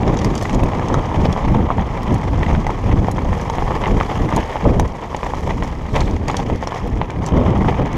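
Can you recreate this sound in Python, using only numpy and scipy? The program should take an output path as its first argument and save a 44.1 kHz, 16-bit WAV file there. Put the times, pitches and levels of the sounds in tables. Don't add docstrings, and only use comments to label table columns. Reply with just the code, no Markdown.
import sys
import numpy as np
from scipy import signal
from scipy.fft import rfft, irfft
from scipy.io import wavfile
from scipy.ndimage import uniform_filter1d

SR = 44100
rng = np.random.default_rng(int(sys.argv[2]) if len(sys.argv) > 2 else 0)


def generate_wav(sig):
    pcm = np.round(np.clip(np.atleast_2d(sig).T, -1, 1) * 32767).astype(np.int16)
    wavfile.write(sys.argv[1], SR, pcm)


N = 351477
TIME = np.arange(N) / SR


def gain_of(db):
    return 10 ** (np.asarray(db) / 20)


def unit_rms(x):
    return x / np.sqrt(np.mean(x ** 2) + 1e-20)


def unit_peak(x):
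    return x / (abs(x).max() + 1e-12)


def steadied(x, size=5000):
    power = uniform_filter1d(uniform_filter1d(x ** 2, size), size // 2)
    return x / np.sqrt(abs(power) + 1e-12)


def follow(rows):
    times, *columns = np.transpose(rows)
    return [np.interp(TIME, times, column) for column in columns]


def add(mix, start_s, sound):
    part = mix[max(round(start_s * SR), 0):][:len(sound)]
    part += sound[:len(part)]


def colour(x, spectrum, size=4096):
    hz, db = np.transpose(spectrum)
    bin_hz = abs(np.fft.fftfreq(size, 1 / SR))
    log_gain = np.log(gain_of(np.interp(np.log(bin_hz + 1), np.log(hz), db)))
    minimum_phase = np.exp(np.conj(signal.hilbert(log_gain)))
    taps = np.fft.ifft(minimum_phase).real
    return signal.oaconvolve(x, taps[:size // 2])[:len(x)]


def wander(rate_hz):
    lowpass = np.exp(-(np.fft.rfftfreq(N, 1 / SR) / rate_hz) ** 2)
    return unit_rms(irfft(rfft(rng.standard_normal(N)) * lowpass, N))


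def swell(start_s, length_s, rise_s, fall_s):
    opening = np.clip((TIME - start_s) / rise_s + .5, 0, 1)
    closing = np.clip((TIME - start_s - length_s) / fall_s, 0, None)
    return opening * np.exp(-2 * closing ** 2)


def clicks(per_s, spread_db, largest=4):
    size = np.minimum(rng.exponential(1, N), largest)
    return gain_of(spread_db * size) * rng.choice([-1, 1], N) * (rng.random(N) < per_s / SR)


def ring(t, hz, t60):
    contact = 1 - np.exp(-(np.pi * hz * t) ** 2)
    return np.sin(2 * np.pi * hz * t) * gain_of(-60 * t / t60) * contact


def rattle(impacts, spectrum, wash_db, ring_db, t60, pitch_hz, count=14):
    t, out = np.arange(1024) / SR, np.zeros(N)
    kind = rng.integers(0, count, N)
    for k, hz in enumerate(np.geomspace(*pitch_hz, count)):
        tick = ring(t, hz, t60)
        tick *= gain_of(ring_db) / abs(rfft(tick)).max()
        tick[0] += 1
        out += signal.oaconvolve(impacts * (kind == k), tick)[:N]
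    wash = unit_rms(colour(rng.standard_normal(N), spectrum))
    return unit_rms(colour(out, spectrum)) + gain_of(wash_db) * wash


# time_s, buffet_db, roar_db
HEADWIND = [(0, -20, -20), (.4, -28, -22), (1.4, -24.5, -25.5), (1.95, -24.5, -24.5), (2.22, -28, -22.5),
            (2.78, -25, -26.5), (3.17, -22.5, -21), (3.5, -27, -26), (3.8, -22, -24), (4.08, -28, -26),
            (4.52, -29, -32), (4.9, -27, -29.5), (5.02, -35, -33.5), (5.3, -25.5, -29), (5.75, -24.5, -29),
            (6.42, -26, -22), (6.72, -32, -30), (7.12, -37, -28), (7.45, -27, -18), (7.97, -29, -27.5)]
# start_s, length_s, buffet_db, roar_db
GUSTS = [(0.024, 0.1, -19.5, -16), (0.223, 0.065, -18.5, -17.5), (0.524, 0.13, -17, -16.5),
         (0.76, 0.078, -27, -23.5), (0.901, 0.084, -20.5, -17.5), (1.161, 0.13, -17.5, -16.5),
         (1.43, 0.094, -16, -22), (1.483, 0.14, -27, -14), (1.763, 0.043, -20, -18.5),
         (2.086, 0.051, -21, -14), (2.27, 0.19, -16.5, -21.5), (2.491, 0.092, -14, -17.5),
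         (2.66, 0.041, -20, -25), (2.828, 0.091, -15, -19), (2.93, 0.099, -19.5, -15),
         (3.255, 0.06, -17.5, -24), (3.586, 0.061, -19, -25), (3.881, 0.091, -14, -16.5),
         (4.16, 0.066, -17, -18.5), (4.22, 0.04, -30, -18.5), (4.333, 0.041, -19, -16),
         (4.642, 0.051, -14, -12), (4.725, 0.1, -14.5, -16.5), (5.425, .22, -24, -24),
         (5.918, 0.21, -18, -20.5), (6.2, 0.048, -27, -29), (6.481, 0.042, -20, -20),
         (6.804, .06, -24, -22.5), (6.895, 0.11, -18.5, -22), (7.155, 0.054, -24, -21.5),
         (7.321, 0.068, -16.5, -13.5), (7.45, 0.065, -25, -15), (7.56, .14, -21, -16.5),
         (7.779, 0.046, -23, -16.5), (7.925, .05, -22, -20.5)]
def airflow():
    buffet, roar = (gain_of(db) ** 2 for db in follow(HEADWIND))
    for start_s, length_s, buffet_db, roar_db in GUSTS:
        power = swell(start_s, length_s, rise_s=0.038, fall_s=0.057) ** 2
        buffet += power * gain_of(buffet_db) ** 2
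        roar += power * gain_of(roar_db) ** 2
    return 10 * np.log10(buffet), 10 * np.log10(roar)


# time_s, push_db
TURBULENCE = [(0, 2), (.8, 5), (1.2, -0.5), (1.55, -11.5), (2.1, -11.5), (2.5, -11.5), (2.95, -7), (3.4, 5),
              (3.9, 1), (4.3, -1), (4.75, 5), (5.2, 12), (6, 7), (6.5, 6.5), (7, 1), (7.5, 0), (7.97, -3)]
# freq_hz, level_db
BUFFET_SPECTRUM = [(8, -27), (18, 2), (32, 6.5), (60, 4), (85, 5), (130, -15.5), (300, -53.5), (1000, -94)]
BREEZE_SPECTRUM = [(30, -17.5), (70, -5.5), (110, -2), (150, -3), (210, -6.5), (320, -12.5), (500, -24.5),
                   (800, -24), (1500, -44), (4000, -76.5)]
GUST_SPECTRUM = [(30, -36), (70, -1.5), (120, -1), (200, -2.5), (320, -7), (500, -11.5), (800, -20.5),
                 (1500, -41), (4000, -102)]
def wind(hard_from_db=-30, hard_span_db=20):
    buffet_db, roar_db = airflow()
    push_db, = follow(TURBULENCE)
    hard_share = np.clip((roar_db + push_db - hard_from_db) / hard_span_db, 0, 1) ** 2
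    lumps = gain_of(2 * wander(rate_hz=43))
    deep, soft, hard = (unit_rms(colour(rng.standard_normal(N) * lumps, spectrum))
                        for spectrum in (BUFFET_SPECTRUM, BREEZE_SPECTRUM, GUST_SPECTRUM))
    roar = steadied(np.sqrt(1 - hard_share) * soft + np.sqrt(hard_share) * hard, size=2600)
    return gain_of(buffet_db) * steadied(deep, size=3400) + gain_of(roar_db) * roar


# time_s, casing_db, pebbles_db, grit_db
GROUND = [(0, -27, -43, -50), (.2, -29, -38.5, -47.5), (.65, -26.5, -39.5, -49.5),
          (1.5, -25.5, -37.5, -49.5), (1.63, -27.5, -41.5, -57), (1.95, -28.5, -39.5, -51.5),
          (2.08, -27.5, -38.5, -50.5), (2.62, -30, -41.5, -51.5), (3.2, -30.5, -41, -51.5),
          (3.8, -26, -38, -47), (4.55, -29.5, -37.5, -48.5), (4.93, -32.5, -44.5, -54.5),
          (5.4, -32, -42, -48), (5.84, -35, -44, -55.5), (6.75, -34, -42.5, -50.5), (7.17, -35, -46, -58.5),
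          (7.38, -24.5, -38, -51), (7.97, -29, -38, -51)]
# start_s, length_s, crunch_lift_db, grit_lift_db
BITES = [(0.037, 0.059, 3.5, 1), (0.156, 0.056, 3, 2), (1.206, 0.031, 2, 4), (2.411, 0.15, 4.5, 3.5),
         (2.665, 0.06, 1.5, 0.5), (2.873, 0.054, 3.5, 1.5), (3.372, 0.035, 1.5, 4.5), (3.706, 0.046, 3, 0),
         (3.82, 0.049, 4, 0.5), (3.984, 0.021, 1, 3), (4.103, 0.047, 2.5, 2.5), (4.315, 0.017, 5.5, 2),
         (4.367, 0.034, 4, 4), (4.488, 0.025, 3, 1), (4.633, 0.047, 2.5, 1), (5.02, 0.033, 3.5, 0),
         (5.244, 0.061, 5.5, 3), (5.457, 0.055, 6, 2.5), (5.62, 0.063, 3, 5), (5.937, 0.078, 10.5, 7),
         (6.062, .06, 4, -3), (6.277, 0.023, 11, 7), (6.323, .1, 4.5, 7.5), (6.493, 0.011, 7.5, 10),
         (6.61, 0.03, 3.5, 4), (6.716, 0.078, 6, 4.5), (7.136, 0.012, 7, 6), (7.225, 0.058, 2.5, 10.5),
         (7.652, 0.071, 2.5, 3.5)]
def traction(stir_db=-22, stir_s=.013, clink_share=0.91):
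    casing_db, pebbles_db, grit_db = follow(GROUND)
    jolts = np.zeros(N)
    for start_s, level_db, _, _ in KNOCKS:
        add(jolts, start_s, [gain_of(level_db + stir_db) ** 2])
    stirred = signal.lfilter([1], [1, -np.exp(-1 / (stir_s * SR))], jolts)
    lift_db = 10 * np.log10(1 + stirred / gain_of(casing_db) ** 2)
    for start_s, length_s, crunch_lift_db, grit_lift_db in BITES:
        bite = swell(start_s, length_s, rise_s=0.017, fall_s=0.017)
        lift_db += crunch_lift_db * bite
        grit_db += grit_lift_db * bite
    return casing_db + lift_db, pebbles_db + clink_share * lift_db, grit_db


# freq_hz, level_db
CASING_SPECTRUM = [(100, -22.5), (280, -3), (470, 1.5), (620, -1.5), (900, 3), (1100, -0.5), (1300, -7),
                   (1550, -22.5), (2500, -40), (6000, -64)]
PEBBLE_SPECTRUM = [(600, -27.5), (1400, -9.5), (1700, -1), (2000, 1), (2300, -1), (2650, -7), (3200, -5),
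                   (3900, -14), (6000, -47), (12000, -56)]
GRIT_SPECTRUM = [(1000, -26), (3000, -4), (4100, -1), (5200, 4), (6600, 2.5), (7600, -6), (9300, -15.5),
                 (10200, -11.5), (11200, -16.5), (13000, -16), (15000, -36), (18000, -50)]
def tyres():
    casing_db, pebbles_db, grit_db = traction()
    stones = clicks(per_s=900, spread_db=4, largest=2.9)
    spray = clicks(per_s=600, spread_db=5) + .5 * stones
    casing = rattle(stones, CASING_SPECTRUM, wash_db=-0.5, ring_db=11, t60=0.013, pitch_hz=(402, 1300))
    pebbles = rattle(stones, PEBBLE_SPECTRUM, wash_db=-5, ring_db=11, t60=0.01, pitch_hz=(1453, 3526))
    grit = rattle(spray, GRIT_SPECTRUM, wash_db=-1.5, ring_db=12, t60=0.01, pitch_hz=(3400, 11260))
    load = gain_of(2.5 * wander(rate_hz=53))
    layers = (casing, casing_db + 1), (pebbles, pebbles_db + 1), (grit, grit_db)
    return sum(gain_of(db) * steadied(sound * load) for sound, db in layers)


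# pitch_ratio, level_db
HOLLOW_SPECTRUM = [(.03, -16.5), (.15, -2.5), (.42, -7), (.6, -1.5), (.8, -4), (1, 4), (1.2, -1.5),
                   (1.4, -12.5), (1.65, -19), (2.5, -45), (8, -66)]
# pitch_hz, level_db, t60_s
STONE_MODES = [(1750, 10, 0.0099), (2000, 8.5, 0.025), (2340, 3, 0.012), (3130, -24, 0.0045)]
# start_s, hollow_db, pitch_hz, crack_db
KNOCKS = [(0.0328, -20, 710, -16.5), (0.0786, -11.5, 746, -18), (0.2463, -12, 930, -16),
          (0.4547, -21, 900, -24), (0.4952, -14, 905, -14.5), (0.635, -12.5, 900, -21),
          (0.7342, -13, 820.0, -20), (0.795, -9, 794, -26), (0.9016, -10, 945, -28), (0.943, -5, 1115, -29),
          (1.1156, -11, 866, -27), (1.2557, -9.5, 634, -18), (1.3638, -8.5, 970, -37),
          (1.547, -10, 980, -36), (1.6897, -12, 850, -29), (1.7037, -4, 1030, -35), (1.7826, -10, 880, -23),
          (1.7942, -20, 900, -18), (2.432, -19, 820, -18), (2.55, -16, 780, -16), (2.667, -9, 790, -27),
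          (2.6939, -10, 870, -38), (3.0842, -5, 850, -24), (3.1825, -11, 955, -19.5),
          (3.3294, -12.5, 894, -24), (3.3972, -21, 930, -21), (3.4994, -8.5, 900, -19),
          (3.5837, -7.5, 790, -17), (3.623, -10, 850, -33), (3.7075, -8, 880, -34),
          (3.7193, -8.5, 990, -28), (3.839, -10, 983, -15), (3.8655, -12, 870, -32),
          (4.0016, -16, 910, -13.5), (4.0104, -4.5, 1075, -16), (4.1153, -11, 826, -28),
          (4.317, -16, 1040, -25), (4.326, -7.5, 985, -19), (4.369, -8.5, 910, -30),
          (4.3786, -5.5, 800, -29), (4.557, -9, 880, -26), (4.5673, -14, 834, -22),
          (4.6535, -7.5, 830, -34), (4.7971, -4.5, 810, -13.5), (5.1291, -14.5, 960, -34),
          (5.1466, -10, 840, -15), (5.2312, -12, 1000, -16.5), (5.3363, -8, 880, -26),
          (5.4772, -15, 790, -35), (5.5075, -22, 850.0, -16), (5.6244, -11, 870, -15),
          (5.954, -12, 870, -15), (5.9642, -16, 930, -13), (6.007, -25, 765, -36),
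          (6.2837, -13, 770, -14.5), (6.3438, -10.5, 860.0, -17), (6.393, -11.5, 850.0, -38),
          (6.4992, -9.5, 800, -21), (6.6269, -11.5, 915, -21), (6.673, -11.5, 966, -30),
          (6.7208, -11.5, 915, -21), (7.0149, -6.5, 914, -12), (7.0997, -16.5, 920, -23),
          (7.6463, -9.5, 1040, -33), (7.685, -9.5, 835, -15), (7.744, -20, 890, -20),
          (7.797, -13, 1030, -31)]
def knocks(hollow_gain_db=1.5, linger_db=-17, snap_db=-2, scatter_db=-12, scatter_t60=0.04):
    t, out = np.arange(4096) / SR, np.zeros(N)
    blow = 1. * (t == 0)
    snap = gain_of(snap_db) * unit_peak(colour(blow, PEBBLE_SPECTRUM, size=1024))
    for start_s, hollow_db, pitch_hz, crack_db in KNOCKS:
        mode_tuning, detune = rng.uniform(0.87, 1.196, 2)
        hollow = unit_peak(colour(blow, [(ratio * pitch_hz, db) for ratio, db in HOLLOW_SPECTRUM]))
        linger = gain_of(linger_db) * ring(t, pitch_hz * detune, t60=0.094)
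        modes = sum(gain_of(db) * ring(t, hz * mode_tuning, t60) for hz, db, t60 in STONE_MODES)
        crack = unit_peak(snap + unit_peak(modes))
        burst = rng.standard_normal(len(t)) * gain_of(-60 * t / scatter_t60)
        scatter = gain_of(scatter_db) * unit_peak(colour(burst, PEBBLE_SPECTRUM, size=1024))
        add(out, start_s, gain_of(hollow_db + hollow_gain_db) * (hollow + linger))
        add(out, start_s + 0.00033, gain_of(crack_db) * (crack + scatter))
    return out


# freq_hz, level_db
THUMP_SPECTRUM = [(30, -4), (100, 12), (300, -16), (550, 11), (850, -16), (1200, -11), (1600, -30),
                  (5000, -67)]
# start_s, level_db, t60_s
THUMPS = [(0.073, -10, 0.071), (4.368, -33, 0.056), (4.652, -10.5, 0.2), (4.8, -19, 0.095),
          (5.956, -16, 0.12), (6.501, -18, 0.029), (7.38, -14.5, 0.081), (7.797, -19, 0.052)]
def thumps(rise_s=0.0019):
    t, out = np.arange(SR // 4) / SR, np.zeros(N)
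    for start_s, level_db, t60 in THUMPS:
        shudder = steadied(colour(rng.standard_normal(len(t)), THUMP_SPECTRUM), size=600)
        envelope = (1 - np.exp(-t / rise_s)) * gain_of(level_db - 60 * t / t60)
        add(out, start_s, shudder * envelope)
    return out


# freq_hz, level_db
METAL_SPECTRUM = [(800, -25), (2000, -8), (3300, 5.5), (4400, -4.5), (5400, 8), (6600, 7.5), (8000, 0),
                  (9300, -4.5), (10300, -4), (12000, -11), (15200, -19), (18000, -38)]
# start_s, level_db, pitch_hz, brightness_db
CLACKS = [(0.0775, -22, 5440, -32), (0.1708, -20, 6770, -26), (0.1895, -16.5, 5970, -27),
          (0.216, -22, 5700, -26), (0.246, -15.5, 5080, -15), (0.353, -17.5, 6900, -15),
          (0.378, -17.5, 5380, -19), (0.412, -22, 6200, -24), (0.4253, -21, 6300, -11),
          (0.4325, -27, 5500.0, -10), (0.4959, -25, 5840, -16), (0.5287, -25, 6440, -24),
          (0.5464, -20, 6770, -17), (0.636, -26, 6440, -8), (0.884, -21, 6270, -24),
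          (0.941, -18, 6200, -20), (1.2545, -17, 5150, -43), (1.3263, -21.5, 5440, -17),
          (2.031, -30, 5530, 2), (2.1426, -24.5, 6460, -5), (2.667, -25, 6100, -15),
          (3.114, -22.5, 6900, -1), (3.413, -24, 6180, -16), (3.4983, -21, 6450, -25),
          (3.554, -29, 6200, -16), (4.363, -15.5, 6720, -8), (4.797, -14.5, 6150, -11),
          (4.8776, -29, 6700, -11), (5.165, -19.5, 6660, -16), (5.267, -29, 6900, -21),
          (5.6357, -28, 5270, -13), (5.959, -19, 5730, -23), (6.006, -13, 4180, -27),
          (6.11, -28, 5950, -23), (6.282, -19, 6600, -14), (6.3134, -22, 6730, -20),
          (6.3672, -12, 6400, -22), (6.6728, -14, 5460, -23), (6.746, -26, 5360, -25),
          (6.874, -36, 5500, 2), (7.103, -33, 6200, -14), (7.1053, -29, 6740, -21),
          (7.263, -16.5, 7500, -13), (7.93, -27.5, 6350, -16)]
def clacks(gain_db=-2, rise_s=0.00026, snap_t60=0.015, tail_t60=0.045, neutral_db=-14, tube_hz=4450):
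    t, out = np.arange(4096) / SR, np.zeros(N)
    contact = 1 - np.exp(-t / rise_s)
    for start_s, level_db, pitch_hz, brightness_db in CLACKS:
        since_rebound = t - rng.uniform(.002, 0.011)
        rebound = (since_rebound > 0) * gain_of(-13 - 60 * abs(since_rebound) / snap_t60)
        envelope = gain_of(-60 * t / snap_t60) + rebound + gain_of(-22 - 60 * t / tail_t60)
        db_per_octave = 0.75 * (brightness_db - neutral_db)
        spectrum = [(hz, db + db_per_octave * np.log2(max(hz, 3000) / 6000))
                    for hz, db in METAL_SPECTRUM]
        hit = unit_peak(colour(envelope * rng.standard_normal(len(t)), spectrum, size=1024))
        link = gain_of(-7) * ring(t, pitch_hz, t60=0.019)
        tube = gain_of(-13) * ring(t, tube_hz * rng.uniform(0.85, 1.06), t60=0.035)
        add(out, start_s, gain_of(level_db + gain_db) * unit_peak(contact * (hit + link + tube)))
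    return out


# freq_hz, level_db
LINK_SPECTRUM = [(1500, -25), (3300, -0.5), (5400, -1), (6800, -2.5), (8000, -8), (9300, -14), (12000, -13),
                 (14500, -26), (17000, -39)]
# time_s, level_db
SHAKES = [(.14, -65), (.19, -64), (.3, -53), (.36, -52), (.44, -45), (.56, -54), (.7, -57), (5.88, -58.5),
          (5.96, -42.5), (6.12, -51), (6.22, -64), (6.3, -57), (6.4, -58), (6.48, -76)]
def chain(gain_db=1):
    shake_db, = follow(SHAKES)
    ticks = clicks(per_s=770, spread_db=4)
    chatter = rattle(ticks, LINK_SPECTRUM, wash_db=-3, ring_db=19, t60=0.014, pitch_hz=(3400, 9000))
    return gain_of(shake_db + gain_db) * steadied(chatter)


# start_s, level_db, pitch_hz
PINGS = [(0.455, -16, 2000), (0.632, -23, 2600), (.795, -19, 1700), (1.327, -23, 3400),
         (2.432, -11.5, 1960), (2.464, -17, 2000), (2.667, -13.5, 2000), (2.915, -19.5, 1990),
         (3.183, -29, 2200), (3.33, -20, 1800), (3.838, -19, 2480), (3.858, -13, 2040),
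         (5.962, -19.5, 2610), (7.104, -22.5, 2320), (6.282, -23, 4730), (7.647, -21, 1300),
         (7.686, -28, 2570)]
def pings(t60=0.023, second_mode_db=-5):
    t, out = np.arange(4096) / SR, np.zeros(N)
    for start_s, level_db, pitch_hz in PINGS:
        second_hz = pitch_hz * rng.uniform(0.68, 1.45)
        slab = ring(t, pitch_hz, t60) + gain_of(second_mode_db) * ring(t, second_hz, t60 / 2)
        add(out, start_s, gain_of(level_db) * unit_peak(slab))
    return out


# freq_hz, level_db
DISC_SPECTRUM = [(4000, -8), (6500, -2), (8000, -2), (9300, -13), (10200, 1), (11200, -8), (13000, -6),
                 (14500, -17), (17000, -42)]
# time_s, level_db
BRAKING = [(2.2, -76), (2.9, -72), (3.4, -61), (4, -61), (4.45, -59), (4.75, -72), (5.1, -68), (5.4, -61),
           (5.8, -71)]
def brakes(hiss_db=-3):
    rub_db, = follow(BRAKING)
    dust = steadied(clicks(per_s=700, spread_db=5.5))
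    scuff = dust + gain_of(hiss_db) * rng.standard_normal(N)
    return gain_of(rub_db) * unit_rms(colour(scuff, DISC_SPECTRUM))


def scene():
    return (wind() + tyres() + knocks() + thumps() + clacks() + chain() + pings() + brakes())[None]


def record(dry, low_cut_hz=12, high_cut_hz=15500):
    sound = signal.sosfilt(signal.butter(1, low_cut_hz, "high", fs=SR, output="sos"), dry)
    rounded = sound / (1 + sound ** 8) ** (1 / 8)
    lowpass = signal.firwin(511, high_cut_hz, window=("kaiser", 9), fs=SR)
    return signal.oaconvolve(rounded, lowpass[None], "same")


dry = scene()
out = record(dry)
generate_wav(out)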